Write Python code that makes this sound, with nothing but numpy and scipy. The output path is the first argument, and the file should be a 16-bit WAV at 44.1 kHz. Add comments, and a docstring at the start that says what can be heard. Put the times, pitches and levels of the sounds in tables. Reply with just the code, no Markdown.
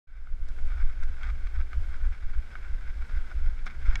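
"""Bicycle on a snowy forest trail

Heard from a camera the rider carries. The tyres crush snow in a stream of tiny clicks that swells
and creaks on crusty patches. The bike knocks over bumps, and its chain slaps the frame near the end.
Wind buffets the microphone. Behind it all are humming tyres, hissing air, ice ticks and two thin tones."""
import sys
import numpy as np
from scipy import signal
from scipy.fft import rfft, irfft
from scipy.io import wavfile
from scipy.ndimage import uniform_filter1d, map_coordinates

SR = 44100
rng = np.random.default_rng(int(sys.argv[2]) if len(sys.argv) > 2 else 0)


def wrap_up_sound(samples):
    """Save the sound to the file named by the first command line argument, as 16-bit audio."""
    columns = np.atleast_2d(samples).T
    # keep every value between -1 and 1, then stretch to whole-number steps
    tamed = np.clip(columns, -1, 1)
    steps = np.round(tamed * 32767).astype(np.int16)
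    wavfile.write(sys.argv[1], SR, steps)


N = 176400
T = np.arange(N) / SR

# A level_db sets how loud a sound is; a gain_db turns one part of it up or down.
# A ring_s is the time a tone takes to die away by 60 dB.
# the steady crunch of the tyres pressing on the snow: time_s, level_db
TYRE_LOAD = [(0, -46.5), (.35, -62), (.7, -60.5), (1.1, -56.5), (1.4, -58.5), (1.85, -56.5), (2.45, -56.5),
             (2.8, -56), (3.55, -55), (3.8, -56), (4, -49.5)]
# patches of crust under the tyres: centre_s, length_s, level_db
CRUST_PATCHES = [(.498, 0.019, -54.5), (.72, 0.032, -51.5), (.79, 0.049, -52.5), (.905, 0.012, -55),
                 (1.033, 0.015, -50.5), (1.235, 0.037, -48), (1.29, 0.027, -46.5), (1.552, 0.037, -52),
                 (1.603, 0.021, -48), (1.935, 0.04, -55), (2.012, 0.0098, -52.5), (2.052, .022, -49.5),
                 (2.232, 0.011, -52), (2.343, 0.011, -50), (2.64, 0.032, -56), (3.025, .012, -51.5),
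                 (3.097, 0.0054, -48.5), (3.17, 0.089, -57), (3.31, 0.016, -52), (3.67, .012, -45),
                 (3.71, 0.019, -51), (3.868, 0.02, -46.5), (3.927, 0.048, -45)]
# the tones the camera case rings with: pitch_hz, width_hz, gain_db
CASE_TONES = [(702, 210, -12.5), (1297, 211, -3), (1446, 129, 4), (1574.5, 144, 2.5), (2019, 175, -4),
              (2242, 197, -3.5), (2860, 130, -25), (3170, 310, -19.5), (3830, 940, -20), (4400, 450, -20.5),
              (5220, 266, -20), (5950, 720, -29), (8230, 2600, -40)]
# bumps in the trail: start_s, body_db, snap_db, brightness_db_per_octave
BUMPS = [(.27, -38, -64, -1), (.586, -40, -60, -6), (1.2316, -33.5, -52, 10), (1.4692, -37.5, -45, 1.5),
         (1.7304, -31.5, -47.5, 0.5), (2.5536, -30, -51, 0.5), (3.314, -36.5, -63, -3.5),
         (3.666, -29.5, -40, -1.5)]
# the tones a bump sets ringing in the bike: pitch_hz, ring_s, gain_db
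BUMP_TONES = [(717, 0.043, -14.5), (1228, 0.021, -1.5), (1514, 0.031, 2), (2120, 0.025, 1.5),
              (2286, 0.016, 0), (3290, 0.012, -11)]
# the tone colour of the sharp snap at a bump: pitch_hz, gain_db
SNAP_COLOUR = [(600, -0.5), (2250, 6.5), (3900, 1.5), (6500, -6), (8500, -18), (15000, -49)]
# the chain hits the frame and bounces once: start_s, level_db
CHAIN_SLAPS = [(3.9558, -22), (3.9585, -35)]
# the tones the frame rings with: pitch_hz, ring_s, gain_db
FRAME_TONES = [(954, 0.038, -12), (1880, 0.027, -5), (2280, 0.036, -2.5), (2840, 0.016, -5.5),
               (3280, 0.027, -9.5), (3950, 0.0073, -6), (5200, 0.0038, -3), (6290, 0.003, -0.5)]
# the tone colour of swirling air: pitch_hz, gain_db
SWIRL_COLOUR = [(5, -6), (14, 8.5), (26, -2), (42, -7), (63, 0), (78, -13.5), (105, -18), (160, -11),
                (400, -35.5), (3000, -88)]
# gusts on the microphone, before their highs are cut: centre_s, length_s, level_db
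WIND_GUSTS = [(.18, 0.11, -31), (.33, 0.022, -26.5), (.42, 0.036, -28.5), (.51, 0.029, -29),
              (.68, 0.15, -31.5), (.77, 0.072, -30.5), (.855, 0.064, -24.5), (1.01, 0.046, -29),
              (1.09, 0.062, -28.5), (1.3, 0.076, -25), (1.45, 0.087, -32.5), (1.59, 0.065, -22),
              (1.785, 0.038, -16.5), (1.87, 0.12, -30.5), (2.07, 0.063, -20.5), (2.275, 0.054, -26),
              (2.38, 0.032, -22.5), (2.74, 0.058, -27.5), (2.88, 0.05, -33.5), (3, 0.057, -28.5),
              (3.17, 0.057, -24), (3.37, 0.034, -24.5), (3.47, 0.092, -24.5), (3.64, 0.037, -42),
              (3.9, 0.14, -26.5)]
# the tones of the tyre hum: pitch_hz, wander_width_hz, base_level_db
HUM_TONES = [(128.9, 6.18, -61.5), (201, 16.7, -71)]
# how the tyre hum rises and falls: time_s, gain_db
HUM_STRENGTH = [(.3, -3.5), (.8, -1.5), (1.15, -7.5), (1.32, 8), (1.5, -10.5), (2.1, -4.5), (3.5, -.5),
                (3.95, 8)]
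# the tone colour of rushing air and loose powder: pitch_hz, gain_db
RUSH_COLOUR = [(100, -7.5), (170, 0), (300, -0.5), (520, -4.5), (1000, -9.5), (2800, -13.5), (5500, -20.5),
               (8000, -25.5), (12000, -31.5), (14500, -44.5)]
# bits of ice flung off the tyre: start_s, level_db
ICE_HITS = [(0.485, -48), (1.034, -48), (1.232, -49), (3.659, -47)]
# the tone colour of an ice tick: pitch_hz, gain_db
ICE_COLOUR = [(1500, -79), (3600, 2), (5500, -1), (8000, -11), (10500, -13), (14000, -34)]
# two very high, faint tones: pitch_hz, level_db
THIN_TONES = [(11563, -95), (12995, -86)]


def snow():
    """The tyres crunch steadily, with louder, duller, creaking swells where they break crust."""
    dull_above_hz = 7000
    creak_hz, creak_width_hz, creak_db = 1362, 200, -9.5
    coarse = grains(spread_db=3)  # crust breaks into more uneven pieces
    coarse = unit(signal.lfilter(*signal.butter(1, dull_above_hz, fs=SR), coarse))
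    creak = singing_noise(creak_hz, creak_width_hz)
    creak_speed = 1 + .07 * wander(20)  # bends the pitch by about 7 percent
    creak = map_coordinates(creak, [np.cumsum(creak_speed)], mode="mirror")
    crunch = grains(spread_db=2) * curve(TYRE_LOAD)
    crust = (coarse + undb(creak_db) * creak) * swells(CRUST_PATCHES, edge=4.7)
    return crunch + crust


def grains(spread_db):
    """Snow crystals break as tiny clicks of uneven size, which make the camera case ring."""
    grains_per_s, flutter_hz, flutter_db = 5000, 89.36, 2.5
    breaks = rng.random(N) < grains_per_s / SR
    signs = rng.choice([-1, 1], N)
    sizes = undb(spread_db * np.minimum(rng.exponential(size=N), 6))
    clicks = breaks * signs * sizes
    case = sum((-1) ** k * undb(db) * ring(clicks, hz, width_hz)
               for k, (hz, width_hz, db) in enumerate(CASE_TONES))
    return unit(case) * undb(flutter_db * wander(flutter_hz))


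def knocks():
    """Each bump gives a sharp snap, while the blow and a brief crush of snow set the bike ringing."""
    crush_db, crush_s = -20, 0.025  # loose snow giving way, next to a blow of size 1
    out, t = np.zeros(N), T[:SR // 10]
    for start_s, body_db, snap_db, brightness in BUMPS:
        push = undb(crush_db) * rng.standard_normal(len(t)) * die_away(t, crush_s)
        push[0] = 1  # the blow itself
        tones = [(hz, ring_s, db + brightness * np.log2(hz)) for hz, ring_s, db in BUMP_TONES]
        body = signal.fftconvolve(push, struck(tones))[:len(t)]
        body /= np.abs(body).max()
        snap = crack(SNAP_COLOUR, ring_s=0.042)
        add(out, start_s, undb(body_db) * body + undb(snap_db) * snap)
    return out


def chain():
    """The chain slaps the frame, which rings with a hard, bright clack."""
    out = np.zeros(N)
    soften = signal.butter(3, 8500, fs=SR)
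    for start_s, db in CHAIN_SLAPS:
        add(out, start_s, undb(db) * signal.lfilter(*soften, struck(FRAME_TONES)))
    return out


def wind():
    """Slow swirls of air push on the microphone in gusts, with one hard shove near the end."""
    lull_db, waver_db = -37.5, 1.5
    sway_hz, opening_hz = 22.8, 60.1
    swirls = unit(colour(rng.standard_normal(N), SWIRL_COLOUR))
    # Even out the swirls so the gusts set the loudness; sway below sway_hz is not counted.
    quick = signal.sosfiltfilt(signal.butter(2, sway_hz, "high", fs=SR, output="sos"), swirls)
    strength = np.sqrt(uniform_filter1d(uniform_filter1d(quick ** 2, size=2600), size=1600))
    gusts = undb(lull_db + waver_db * wander(46)) + swells(WIND_GUSTS)
    push = swirls / strength * gusts
    # The microphone's opening lets little of the buffeting above opening_hz through.
    rumble = signal.sosfiltfilt(signal.butter(2, opening_hz, fs=SR, output="sos"), push)
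    shove_s, shove_length_s, shove_db = 3.892, .008, -10
    return rumble + swells([(shove_s, shove_length_s, shove_db)])


def tread():
    """The knobs on the tyres drum out a low, unsteady hum."""
    hum = 0
    for hz, width_hz, db in HUM_TONES:
        gain = undb(db + 3 * wander(20))
        pitch_hz = hz + width_hz / 2 * wander(30)
        hum += gain * np.sqrt(2) * np.sin(2 * np.pi * np.cumsum(pitch_hz) / SR)
    return hum * curve(HUM_STRENGTH)


def rush():
    """Air and powder hiss softly, growing a little as the bike gathers speed."""
    halfway_db, rise_db_per_s = -60, 0.22
    hiss = unit(colour(rng.standard_normal(N), RUSH_COLOUR))
    return hiss * undb(halfway_db + rise_db_per_s * (T - T.mean()) + wander(8.56))


def ice_ticks():
    """Bits of ice fly off the tyre and tick against the bike."""
    out = np.zeros(N)
    for start_s, db in ICE_HITS:
        add(out, start_s, undb(db) * crack(ICE_COLOUR, ring_s=0.042))
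    return out


def thin_tones():
    """Two very high, thin, faint tones flicker briefly."""
    start_s, end_s, flicker_hz = 1.33, 2.08, 100
    swell = np.interp(T, [start_s, (start_s + end_s) / 2, end_s], [0, 1, 0]) ** .5
    flicker = np.abs(wander(flicker_hz))
    tones = sum(undb(db) * singing_noise(hz, width_hz=25) for hz, db in THIN_TONES)
    return swell * flicker * tones


def struck(tones):
    """A tenth of a second of dying tones, slightly retuned at each blow, with a peak of 1."""
    t = T[:SR // 10]
    detune = 1 + .015 * rng.standard_normal(len(tones))
    x = sum((-1) ** k * undb(db) * np.sin(2 * np.pi * hz * detune[k] * t) * die_away(t, ring_s)
            for k, (hz, ring_s, db) in enumerate(tones))
    return x / np.abs(x).max()


def crack(points, ring_s):
    """A tenth of a second of fast-dying noise in the given tone colour, with a peak of 1."""
    x = colour(rng.standard_normal(N) * die_away(T, ring_s), points)[:SR // 10]
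    return x / np.abs(x).max()


def singing_noise(hz, width_hz):
    """Noise narrowed twice around one pitch, so it sounds like a rough tone."""
    once = ring(rng.standard_normal(N), hz, width_hz)
    return unit(ring(once, hz, width_hz))


def ring(x, hz, width_hz):
    """Keep the part of a sound near one pitch, as a ringing object does."""
    return signal.lfilter(*signal.iirpeak(hz, hz / width_hz, fs=SR), x)


def colour(x, points):
    """Shape the lows and highs of a sound to follow (pitch_hz, gain_db) points."""
    hz, db = np.array(points).T
    all_hz = np.maximum(np.arange(N // 2 + 1) * SR / N, 1)
    gains = undb(np.interp(np.log(all_hz), np.log(hz), db))
    # Fold the filter's early half onto its late half, so nothing sounds before its cause.
    shape = irfft(np.log(gains), N)
    shape[1:N // 2] *= 2
    shape[N // 2 + 1:] = 0
    return irfft(rfft(x) * np.exp(rfft(shape)), N)


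def wander(rate_hz):
    """Smooth random motion with a typical size of 1."""
    hold = int(SR / rate_hz)
    steps = np.repeat(rng.standard_normal(2048)[:N // hold + 1], hold)
    return unit(uniform_filter1d(uniform_filter1d(steps, hold), hold)[:N])


def swells(rows, edge=2):
    """Gain over time from (centre_s, length_s, level_db) rows; a higher edge makes them more abrupt."""
    return sum(undb(db) * np.exp(-2 * np.abs((T - centre_s) / length_s) ** edge)
               for centre_s, length_s, db in rows)


def curve(rows):
    """Gain over time, joining up (time_s, level_db) points."""
    return undb(np.interp(T, *np.array(rows).T))


def die_away(t, ring_s):
    """A gain that falls by 60 dB every ring_s seconds."""
    return np.exp(-np.log(1000) * t / ring_s)


def add(out, start_s, x):
    """Mix x into out, beginning at start_s."""
    i = int(start_s * SR)
    out[i:i + len(x)] += x[:N - i]


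def undb(db):
    """Turn decibels into a gain to multiply by."""
    return 10 ** (np.asarray(db) / 20)


def unit(x):
    """Scale a signal to a typical size (rms) of 1."""
    return x / np.sqrt(np.mean(x ** 2))


def scene():
    """Wind, tyres and bike, all heard at one microphone."""
    return (wind() + rush() + snow() + tread() + knocks() + chain() + ice_ticks() + thin_tones())[None]


def record(dry):
    """The sound fades in after a moment of silence, and the very highest treble is cut."""
    silent_s, fade_s, top_hz = 0.071, 0.54, 14500
    fade = np.clip(T / fade_s, 0, 1) * np.clip((T - silent_s) / 0.0055, 0, 1)
    return signal.sosfilt(signal.ellip(8, .2, 70, top_hz, fs=SR, output="sos"), dry * fade)


dry = scene()
out = record(dry)
wrap_up_sound(out)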